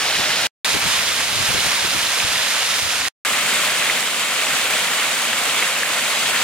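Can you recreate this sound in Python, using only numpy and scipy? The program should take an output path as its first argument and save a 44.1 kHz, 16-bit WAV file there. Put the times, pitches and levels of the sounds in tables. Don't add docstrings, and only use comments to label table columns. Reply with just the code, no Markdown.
import sys
import numpy as np
from scipy import signal
from scipy.fft import rfft, irfft, next_fast_len
from scipy.io import wavfile

SR = 44100
rng = np.random.default_rng(int(sys.argv[2]) if len(sys.argv) > 2 else 0)


def transcribe(u):
    v = np.clip(np.atleast_2d(u).T, -1, 1)
    q = np.round(v * 32767).astype(np.int16)
    wavfile.write(sys.argv[1], SR, q)


N = 283563

# start in seconds, end in seconds, lag of the left port in microseconds.
SPOTS = [(-.01, .4700, -42), (.6463, 3.0845, 38), (3.2497, 6.45, -38)]
# time in seconds, level in dB.
FLOW = [
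    [(0, -20.5), (.13, -19.5), (.47, -19.5)],
    [(.65, -18), (.75, -19.5), (.94, -19), (1.04, -20.5), (1.27, -21.5), (1.5, -19.5), (2.0, -20.5),
     (2.17, -20.5), (2.8, -20.5), (2.86, -22.5), (2.93, -20.5), (3.08, -22)],
    [(3.25, -19.5), (3.5, -19.5), (3.95, -20), (4.09, -22), (4.38, -21), (4.5, -20), (4.77, -20),
     (5.39, -21), (5.58, -19.6), (5.75, -21.5), (5.9, -21), (6.43, -20.3)],
]
# frequency in Hz, dB per Hz.
COLOUR = [
    [(40, -21), (184, -10.5), (303, -12), (371, -10), (710, -5), (1030, -6.5), (1500, -2.5), (2540, -1),
     (4200, -3), (6500, -6.5), (9500, -10.5), (13000, -20), (15800, -24)],
    [(40, -31), (230, -13.5), (340, -19.5), (560, -11), (800, -10.5), (1000, -8.5), (1800, -5), (2400, -4),
     (3700, -4.15), (4500, -7), (6500, -8), (9500, -11.5), (13000, -19), (15800, -27)],
    [(30, -39), (110, -21.5), (235, -12), (330, -17.5), (600, -9.5), (850, -11), (1350, -6.5), (1600, -7),
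     (2300, -4), (3400, -6), (5600, -14), (7500, -9.5), (10000, -14), (15800, -25.5)],
]
# frequency in Hz, left-right likeness from 0 to 1.
LIKENESS = [
    [(100, 0.76), (600, 0.98), (1700, 0.71), (3200, 0.77), (6500, .15), (9500, 0.41), (15000, .08)],
    [(100, 0.76), (700, 0.94), (1700, 0.7), (3700, 0.41), (6500, 0.31), (10500, 0.19), (15000, 0.21)],
    [(100, 0.99), (700, 0.9), (1700, 0.78), (3200, 0.37), (5500, 0.18), (10000, 0.31), (15000, 0.091)],
]
# frequency in Hz, left minus right in dB.
SIDEDNESS = [
    [(300, -0.5), (700, 1.5), (1700, -0.5), (3200, -3.5), (7000, 1.3), (8500, -0.5), (12000, .5)],
    [(300, -1), (700, -0.2), (1700, -1.1), (3700, -3.5), (6000, -1.2), (10000, -2.5), (14000, -1)],
    [(300, 0), (800, 0.7), (2500, -1.7), (3700, 0.5), (8500, -0.7), (14000, 0)],
]
SURGE_DB, SURGES_PER_S = .25, 6.0
SPRAY_FOLLOWS = 0.95
# frequency in Hz, dB per Hz.
GUST_COLOUR = [(15, -38.5), (25, -10), (87, 4), (204, 1), (509, -3), (647, -10.5), (900, -9), (1170, -45.5),
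               (1980, -120)]
# time in seconds, level in dB, left minus right in dB.
BREEZE = [(0, -51, 2), (.47, -40.5, 1), (.65, -57, 8), (1.1, -41, 6.5), (1.9, -48, 12), (2.4, -55.5, 10),
          (2.7, -54.5, 3), (3.08, -44, 0)]
# time of the top in seconds, level in dB, length in seconds, left minus right in dB,
# brightness (upper minus lower part) in dB.
GUSTS = [(0.197, -31.5, 0.012, -2, 12), (0.425, -51.5, 0.053, -1, -4), (0.754, -32, 0.034, 21, 1.5),
         (0.854, -33.5, 0.068, 14, -2), (0.966, -45, 0.06, 14, -18), (1.381, -37, 0.068, 19, -10),
         (1.507, -37, .04, 8, -7), (1.562, -32.5, .05, 14, 4), (1.662, -35, 0.019, 16, 2.5),
         (1.855, -41.5, .05, 19, 10), (1.96, -38, 0.045, 13, 5), (2.044, -49, 0.026, 11, 1),
         (2.236, -40.5, 0.042, 16, -11), (2.32, -51, 0.12, 21, -18.5), (2.846, -37, .05, 2, -15),
         (3.006, -45.5, .08, 3, -4)]
GUST_FALL_TO_RISE = 1.18
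# time in seconds, peak in dB.
TICKS = [(0.8783, -11), (1.664, -6), (2.7845, -8), (3.5377, -9.5), (4.0075, -10), (4.1964, -8),
         (4.601, -16), (4.6426, -9), (5.220, -8)]
# time in seconds, peak in dB, pitch in Hz.
SLAPS = [(0.9901, -9, 2390), (1.2051, -16, 1800), (2.069, -7.5, 4090), (2.2017, -8.5, 2330),
         (2.3583, -9, 1970), (2.6089, -17, 3180), (2.905, -11, 2540), (3.0524, -10, 1960),
         (3.7497, -10.5, 1970), (3.899, -5, 2040), (4.0287, -13.5, 2050), (4.468, -8.5, 2800),
         (4.656, -9, 2500), (4.737, -6, 2500), (5.332, -6.5, 2820), (5.6254, -4.5, 2160),
         (5.8326, -7, 1740), (6.2227, -38, 1500), (6.361, -17, 1840)]
# frequency in Hz, width in Hz, depth from 0 to 1.
NOTCHES = [(5915, 150, 0.8), (7840, 220, .96)]
TAIL_DROP_DB, TAIL_DB_PER_S = -16, 1509
CUTOFF_HZ = 15820
CONTROL_STEP = 40
HALF_EACH = np.array([[.5], [-.5]])


def amp(db):
    return 10 ** (np.asarray(db) / 20)


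def rms_one(x):
    return x / np.sqrt(np.mean(x ** 2) + 1e-20)


def in_time(tables):
    seconds, *columns = np.transpose(np.concatenate(tables))
    t = np.arange(N) / SR
    return [np.interp(t, seconds, column) for column in columns]


def at_hz(points, hz):
    table_hz, values = np.array(points).T
    return np.interp(np.log(hz + 1), np.log(table_hz), values)


def drift(rate, size):
    pole = np.exp(-2 * np.pi * rate * CONTROL_STEP / SR)
    noise = rng.standard_normal(size // CONTROL_STEP + 2002)
    slow = signal.lfilter([1], [1, -2 * pole, pole * pole], noise)[2000:]
    return np.interp(np.arange(size) / CONTROL_STEP, np.arange(len(slow)), rms_one(slow))


def drops(size, per_s, spread_db):
    size_db = spread_db * np.minimum(rng.exponential(1, size), 5.0)
    impacts = amp(size_db) * rng.choice([-1, 1], size)
    lands = rng.random(size) < per_s / SR
    return rms_one(impacts * lands)


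def bubbles(size, hz, per_s, cycles):
    pitches_hz = np.geomspace(450, 6000, 30)
    born = drops(size, per_s, spread_db=2.0)
    dealt = rng.integers(0, len(pitches_hz), size)
    spectrum = 0
    for k, pitch_hz in enumerate(pitches_hz):
        width_hz = np.log(1000) * pitch_hz / cycles / np.pi
        resonance = 1 / (1 + 2j * (hz - pitch_hz) / width_hz)
        spectrum = spectrum + rfft(born * (dealt == k)) * resonance
    return spectrum * np.sqrt(len(pitches_hz))


def fall(spot, size, bright_db):
    hz = np.fft.rfftfreq(size, 1 / SR)
    straight = rfft(drops(size, per_s=14000.0, spread_db=1.75))
    straight = straight + amp(-3.0) * bubbles(size, hz, per_s=1500.0, cycles=36.0)
    scattered = rfft([drops(size, per_s=14000.0, spread_db=3.0) for side in "LR"])

    alike = np.clip(at_hz(LIKENESS[spot], hz), 0, 1)
    late = np.exp(-2j * np.pi * hz * SPOTS[spot][2] / 1e6)
    lags = np.array([late, np.ones_like(late)])
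    pair = np.sqrt(alike) * straight * lags + np.sqrt(1 - alike) * scattered
    pair = pair * amp(at_hz(COLOUR[spot], hz) + at_hz(SIDEDNESS[spot], hz) * HALF_EACH)

    band_place = np.clip(2 * np.log2((hz + 1) / 60), 0, 16)
    out = 0
    surge, neighbour = drift(40, size), drift(15, size)
    for band in range(17):
        share = np.clip(1 - abs(band_place - band), 0, 1)
        own = drift(15, size)
        flicker_db = 0.35 * surge + 0.42 * (own + neighbour)
        spray_db = bright_db * np.clip(band - 11, 0, 2) / 2
        out = out + irfft(pair * share, size) * amp(flicker_db + spray_db)
        neighbour = own
    return out / np.sqrt(np.mean(out.mean(axis=0) ** 2))


def wind():
    t, hz = np.arange(N) / SR, np.fft.rfftfreq(N, 1 / SR)
    rumble = rfft(rng.standard_normal((2, N))) * amp(at_hz(GUST_COLOUR, hz))
    upper = 1 / (1 + (140 / (hz + 1)) ** 4)
    scale = np.std(irfft(rumble, N))

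    level_db, pan_db = in_time([BREEZE])
    low = high = amp(level_db + pan_db * HALF_EACH)
    for top_s, top_db, length, gust_pan_db, bright_db in GUSTS:
        stretch = np.where(t < top_s, 1, GUST_FALL_TO_RISE)
        swell = np.exp(-(2 * (t - top_s) / length / stretch) ** 2)
        low = low + swell * amp(top_db - bright_db / 2 + gust_pan_db * HALF_EACH)
        high = high + swell * amp(top_db + bright_db / 2 + gust_pan_db * HALF_EACH)

    lumps_db = 2.2 * np.array([drift(26.0, N), drift(30.0, N)])
    blown = low * irfft(rumble * (1 - upper), N) + high * irfft(rumble * upper, N)
    before_last_spot = t < SPOTS[2][0]
    return before_last_spot * blown / scale * amp(lumps_db)


def ticks():
    clicks = np.zeros(N)
    stone = signal.butter(1, [4000, 9500], "band", fs=SR, output="sos")
    for s, peak_db in TICKS:
        clicks[round(s * SR)] = amp(peak_db)
    return signal.sosfilt(stone, clicks) / stone[0, 0]


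def slaps():
    out = np.zeros(N)
    t = np.arange(400) / SR
    for s, peak_db, hz in SLAPS:
        at = round(s * SR)
        cycles = hz * t
        blunt_onset = np.minimum(cycles / 1.1, 1)
        smack = np.sin(2 * np.pi * cycles) * amp(-60 * cycles / 16.0) * blunt_onset
        out[at:at + len(t)] += amp(peak_db) * smack[:N - at] / abs(smack).max()
    return out


def scene():
    level_db = in_time(FLOW)[0] + SURGE_DB * drift(SURGES_PER_S, N)
    edges = [0, round(SPOTS[1][0] * SR), round(SPOTS[2][0] * SR), N]
    water = np.zeros((2, N))
    for spot in range(3):
        a, b = edges[spot], edges[spot + 1]
        size = next_fast_len(b - a)
        swing_db = level_db[a:b] - level_db[a:b].mean()
        bright_db = (SPRAY_FOLLOWS - 1) * swing_db
        water[:, a:b] = fall(spot, size, np.resize(bright_db, size))[:, :b - a]
    return amp(level_db) * water + wind() + ticks() + slaps()


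def record(dry):
    t, notched = np.arange(N) / SR, dry
    for hz, width_hz, depth in NOTCHES:
        line = signal.lfilter(*signal.iirpeak(hz, hz / width_hz, SR), notched)
        notched = notched - min(depth, 1) * line
    sound = np.where(t < SPOTS[2][0], notched, dry)

    gate = np.zeros(N)
    for start, end, late_us in SPOTS:
        tail_db = np.maximum(TAIL_DROP_DB - TAIL_DB_PER_S * (t - end), -200)
        tail = amp(tail_db) * (t < end + .04)
        gate += (t >= start) * np.where(t < end, 1, tail)
    top_cut = signal.ellip(12, .3, 75, CUTOFF_HZ, fs=SR, output="sos")
    return signal.sosfilt(top_cut, sound * gate)


dry = scene()
out = record(dry)
transcribe(out)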